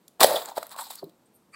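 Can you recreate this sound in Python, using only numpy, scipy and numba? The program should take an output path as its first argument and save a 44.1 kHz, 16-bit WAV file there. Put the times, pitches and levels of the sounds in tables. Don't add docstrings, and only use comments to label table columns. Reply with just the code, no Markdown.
import sys
import numpy as np
from scipy import signal
from scipy.fft import rfft, irfft
from scipy.io import wavfile
from scipy.ndimage import uniform_filter1d, map_coordinates
from numba import njit

SR = 44100
rng = np.random.default_rng(int(sys.argv[2]) if len(sys.argv) > 2 else 0)


def put_to_file(sound):
    columns = np.atleast_2d(sound).T
    safe = np.clip(columns, -1, 1)
    whole_steps = np.round(safe * 32767)
    wavfile.write(sys.argv[1], SR, whole_steps.astype(np.int16))


N = 68355

# frequency_hz, relative_db
ROOM_TONE_SPECTRUM = [(18, -52), (30, -23), (204, 3.5), (584, -3.5), (666, -6), (1760, -17), (6720, -23.5),
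                      (8520, -21), (10500, -27.5), (12600, -21.5), (16000, -32.5)]
# pitch_hz, t60_s, gain_db
BOWL_MODES = [(316, 0.06, -8.5), (391, 0.1, -14.5), (470, 0.15, -13), (570, 0.13, -15.5), (615.8, 0.06, -8),
              (676, 0.17, -8.5), (879, 0.094, -0.5), (1095, .22, 4), (1195, 0.11, -4), (1370, 0.29, -9),
              (1857, 0.086, -4.5), (2365, 0.13, -3.5), (3090, 0.3, -4.5)]
# centre_s, length_s, pitch_hz, width_hz, level_db
PLASTIC_RUBS = [(0.363, 0.0071, 3540, 370, -28), (0.99, 0.015, 4400, 556, -47.5),
                (1.044, 0.0055, 4080, 600, -52.5), (1.264, 0.011, 8400, 598, -62),
                (1.36, 0.028, 9000, 999, -66.5), (1.357, 0.024, 12350, 1499, -65),
                (1.544, 0.013, 1245, 120, -53), (1.544, 0.015, 1756, 300, -51),
                (1.544, 0.012, 2340, 248, -51), (1.546, 0.017, 4600, 204.5, -53.5),
                (1.546, 0.024, 8580, 2500, -58.5)]
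# start_s, pitch_hz, relative_db
CRYSTAL_SNAPS = [(0.0803, 4182, -33.5), (.0825, 10900, -33), (.4577, 7400, -21), (0.555, 12200, -42),
                 (.668, 11920, -26.5), (0.694, 8350, -33.5), (0.709, 8770, -36), (.9552, 8440, -26),
                 (0.9568, 13900, -25), (1.042, 14400, -36), (1.18, 6994, -62)]
# start_s, pitch_hz, relative_db, rise_cycles (1 if less)
SLIPS_AND_BUMPS = [(0.1968, 900, -24, 0.78), (0.2119, 830, -10, 1.1), (.2262, 862, -10, 1.7),
                   (0.2347, 728, -4.5, 1.48), (.2385, 556, -18.5, 1.2), (.2434, 519.5, 4, 0.99),
                   (.2978, 730, -23, 0.7), (.3055, 658, -12.5, 1.35), (0.3132, 609, -16.5, 2.2),
                   (.343, 592, -18, 2.2), (.360, 695, -18.5, 1.4), (.366, 691, -19, 1.8),
                   (0.4831, 823, -33.5, 3.4), (.4925, 710, -29.5, 0.88), (.513, 865, -35.5, 1.1),
                   (0.517, 870, -32.5, 1.7), (0.569, 740, -22.5, 1.7), (0.5769, 1080, -25, 0.86),
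                   (.5786, 637, -15.5, 1.2), (0.6271, 645, -34, 1.96), (0.6281, 1320, -27.5, 1.42),
                   (.7435, 1060, -35, 1.5), (0.7538, 1110, -35.5, 1.7), (.763, 704, -35.5, 1),
                   (0.7866, 1117, -28.5, 4), (.812, 946, -33.5, 6.6), (0.868, 840, -41, 2.5),
                   (.905, 767, -33.5, 1.18), (1.023, 399.8, -33, 4.1), (1.0282, 689, -31, 1.5),
                   (1.03, 166.6, -42, 1.94), (1.065, 316.7, -41.5, 2)]
# time_s, pitch_hz
HOLLOW_PITCH = [(.2, 706), (.26, 550), (.37, 634), (.5, 722), (.62, 690), (.74, 1080), (.8, 957), (.9, 860)]
# time_s, crackle_relative_db, grinding_db
PUSH_LEVELS = [(.192, -78.5, -80), (.2, -35.5, -29.5), (.215, -24, -12.5), (.248, -26, -50),
               (.29, -34, -29.5), (.375, -33, -34), (.435, -48, -46), (.495, -45, -47.5),
               (.54, -63.5, -55.5), (.59, -57.5, -55), (.62, -50.5, -61), (.695, -61.5, -74),
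               (.72, -44.5, -46), (.757, -61, -59.5), (.795, -41, -38), (.84, -42, -62.5),
               (.893, -50.5, -67), (.92, -43.5, -49.5), (.96, -52, -79), (.995, -53, -93),
               (1.015, -67.5, -64.5), (1.12, -80, -79)]
# frequency_hz, relative_db
ICE_SPECTRUM = [(30, -31.5), (110, -23.5), (250, -13.5), (500, -2.5), (1300, 4), (1800, 0.5), (2200, -3.5),
                (2900, -2), (3800, 7.5), (4700, 2), (6000, -7), (8000, 2.5), (9700, -3.5), (12000, 2),
                (13500, -6), (15500, 0.5)]
# start_s, length_s, relative_db
CRUST_BREAKS = [(0.2055, 0.0031, -12.5), (0.21, 0.0049, -13.5), (0.229, 0.0086, -8.5), (0.232, 0.0012, -4),
                (0.237, 0.0081, -18), (0.2432, 0.0037, -8), (0.351, 0.015, -39), (0.565, 0.02, -37),
                (.578, 0.0078, -36), (0.6292, 0.0031, -34.5), (0.715, 0.0024, -41.5), (0.73, .003, -45),
                (0.7627, 0.0038, -41.5), (0.787, 0.0036, -33), (0.903, .008, -35.5), (0.909, 0.0076, -39),
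                (0.93, 0.0076, -46.5), (1.094, 0.0046, -57.5)]

GRAINS_PER_S, GRAIN_SPREAD_DB = 4600, 3
CRYSTALS_PER_BAND_PER_S, CRYSTAL_WIDTH_HZ, CRYSTAL_POWER_SHARE = 430, 1200, .9
PATCH_PER_S, PATCH_DB = 24, 3.5
JUDDER_PER_S, JUDDER_DB = 130, 1.2


def undb(db):
    return 10 ** (np.asarray(db) / 20)


def unit(x):
    return x / np.sqrt(np.mean(x ** 2))


def curve(table, column):
    rows = np.array(table)
    return np.interp(np.arange(N) / SR, rows[:, 0], rows[:, column])


def wander(per_s):
    hold = int(SR / per_s)
    return 1.3 * uniform_filter1d(rng.standard_normal(N)[np.arange(N) // hold], hold)


def colour(x, spectrum, size=1024):
    hz, db = np.array(spectrum).T
    bins_hz = np.arange(size + 1) * SR / (2 * size)
    gain = undb(np.interp(np.log(bins_hz + 1), np.log(hz), db))
    cepstrum = irfft(np.log(unit(gain)))
    cepstrum[1:size] *= 2
    cepstrum[size + 1:] = 0
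    return signal.fftconvolve(x, irfft(np.exp(rfft(cepstrum))))[:N]


@njit
def moving_bandpass(x, hz, width_hz):
    out, mid, low = np.empty(len(x)), 0., 0.
    for i in range(len(x)):
        g, damping = np.tan(np.pi * hz[i] / SR), width_hz / hz[i]
        swing = (mid + g * (x[i] - low)) / (1 + g * (g + damping))
        mid, low = 2 * swing - mid, low + 2 * g * swing
        out[i] = damping * swing
    return out


def band(x, hz, width_hz):
    return moving_bandpass(x + 1e-18, hz * np.ones(N), float(width_hz))


def grains(per_s):
    breaks = rng.random(N) < per_s / SR
    size = undb(GRAIN_SPREAD_DB * np.minimum(rng.exponential(size=N), 4))
    return unit(breaks * size * rng.choice([-1, 1], N))


def ringing_grains(per_s, hz, width_hz, skirt=2):
    ring = band(grains(per_s), hz, width_hz)
    return unit(band(ring, hz, skirt * width_hz))


def room_tone(level_db=-65):
    return undb(level_db) * unit(colour(rng.standard_normal(N), ROOM_TONE_SPECTRUM))


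def room(direct, t, t60_s=.3, delay_s=.0015, wet_db=-13.5):
    tail = rng.standard_normal(N) * undb(-60 * t / t60_s) * (t > delay_s)
    wet = signal.fftconvolve(direct, tail / np.sqrt(np.sum(tail ** 2)))[:N]
    boom = undb(3) * band(wet, hz=180, width_hz=51)
    return direct + undb(wet_db) * (wet + boom)


def bowl_ring(snow):
    return sum(undb(db) * band(snow, hz, np.log(1000) / (np.pi * t60_s)) for hz, t60_s, db in BOWL_MODES)


def wall_echo(ice, t, lag_s=.00031, gain=.14):
    return -gain * map_coordinates(ice, [(t - lag_s) * SR])


def table_shove(t, centre_s=.246, width_s=.0015, level_db=-22.5):
    return undb(level_db) * np.exp(-((t - centre_s) / width_s) ** 2)


def plastic_rubs(t):
    out = np.zeros(N)
    for centre_s, length_s, hz, width_hz, db in PLASTIC_RUBS:
        swell = np.exp(-2 * ((t - centre_s) / length_s) ** 2)
        out += undb(db) * ringing_grains(GRAINS_PER_S, hz, width_hz) * swell
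    return out


def crystal_snaps(t, decay_s=.0008, low_cut_hz=3300):
    out = np.zeros(N)
    for start_s, hz, db in CRYSTAL_SNAPS:
        fade = (t >= start_s) * np.exp(-np.abs(t - start_s) / decay_s)
        ring = unit(band(rng.standard_normal(N), hz, width_hz=950) * fade)
        splash = unit(rng.standard_normal(N) * fade)
        out += undb(db) / 2 * (ring + .6 * splash) * np.sqrt(np.mean(fade ** 2))
    return signal.sosfilt(signal.butter(4, low_cut_hz, "high", fs=SR, output="sos"), out)


def thuds(t, roughness=.35, trim_db=-2):
    out, size = np.zeros(N), 4096
    age = t[:size]
    for start_s, hz, db, rise_cycles in SLIPS_AND_BUMPS:
        rise = age * hz / max(rise_cycles, 1)
        swell = undb(db + trim_db) * (rise * np.exp(1 - rise)) ** 2
        octave = signal.butter(4, [hz / np.sqrt(2), hz * np.sqrt(2)], "band", fs=SR, output="sos")
        rough = unit(signal.sosfilt(octave, rng.standard_normal(2 * size))[size:])
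        i = int(start_s * SR)
        out[i:i + size] += swell * (np.sin(2 * np.pi * hz * age) + roughness * rough)
    return out


def hollow_grinding():
    hz = curve(HOLLOW_PITCH, column=1)
    return ringing_grains(GRAINS_PER_S, hz, width_hz=560, skirt=1.2) * undb(curve(PUSH_LEVELS, column=2))


def ice_crackle():
    crystals = np.zeros(N)
    for hz in np.arange(1200, 16000, 750):
        ring = ringing_grains(CRYSTALS_PER_BAND_PER_S, hz, CRYSTAL_WIDTH_HZ)
        crystals += ring * undb(PATCH_DB * wander(PATCH_PER_S))
    clicks = np.sqrt(1 - CRYSTAL_POWER_SHARE) * grains(GRAINS_PER_S)
    push_db = curve(PUSH_LEVELS, column=1) + JUDDER_DB * wander(JUDDER_PER_S)
    return (clicks + np.sqrt(CRYSTAL_POWER_SHARE) * unit(crystals)) * undb(push_db)


def easing_push(ice, t, start_s=.74, length_s=.08, depth=.47):
    cut = depth * np.clip((t - start_s) / length_s, 0, 1)
    return ice - cut * band(ice, hz=1700, width_hz=2000)


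def crust_crunch(t, trim_db=-.5):
    power = np.zeros(N)
    for start_s, length_s, db in CRUST_BREAKS:
        from_centre = 2 * (t - start_s) / length_s - 1
        power += undb(db + trim_db) ** 2 * np.exp(-np.minimum(from_centre ** 2, 80))
    return rng.standard_normal(N) * np.sqrt(power)


def scene():
    t = np.arange(N) / SR
    ice = colour(ice_crackle() + crust_crunch(t), ICE_SPECTRUM)
    ice = easing_push(ice, t) + crystal_snaps(t)
    snow = ice + wall_echo(ice, t) + hollow_grinding() + thuds(t) + plastic_rubs(t) + table_shove(t)
    return (room_tone() + room(snow + bowl_ring(snow), t))[None]


def record(dry):
    overload, top_hz = .8, 15800
    squashed = dry / (1 + (dry / overload) ** 4) ** (1 / 4)
    return signal.sosfilt(signal.ellip(10, .2, 80, top_hz, fs=SR, output="sos"), squashed)


dry = scene()
out = record(dry)
put_to_file(out)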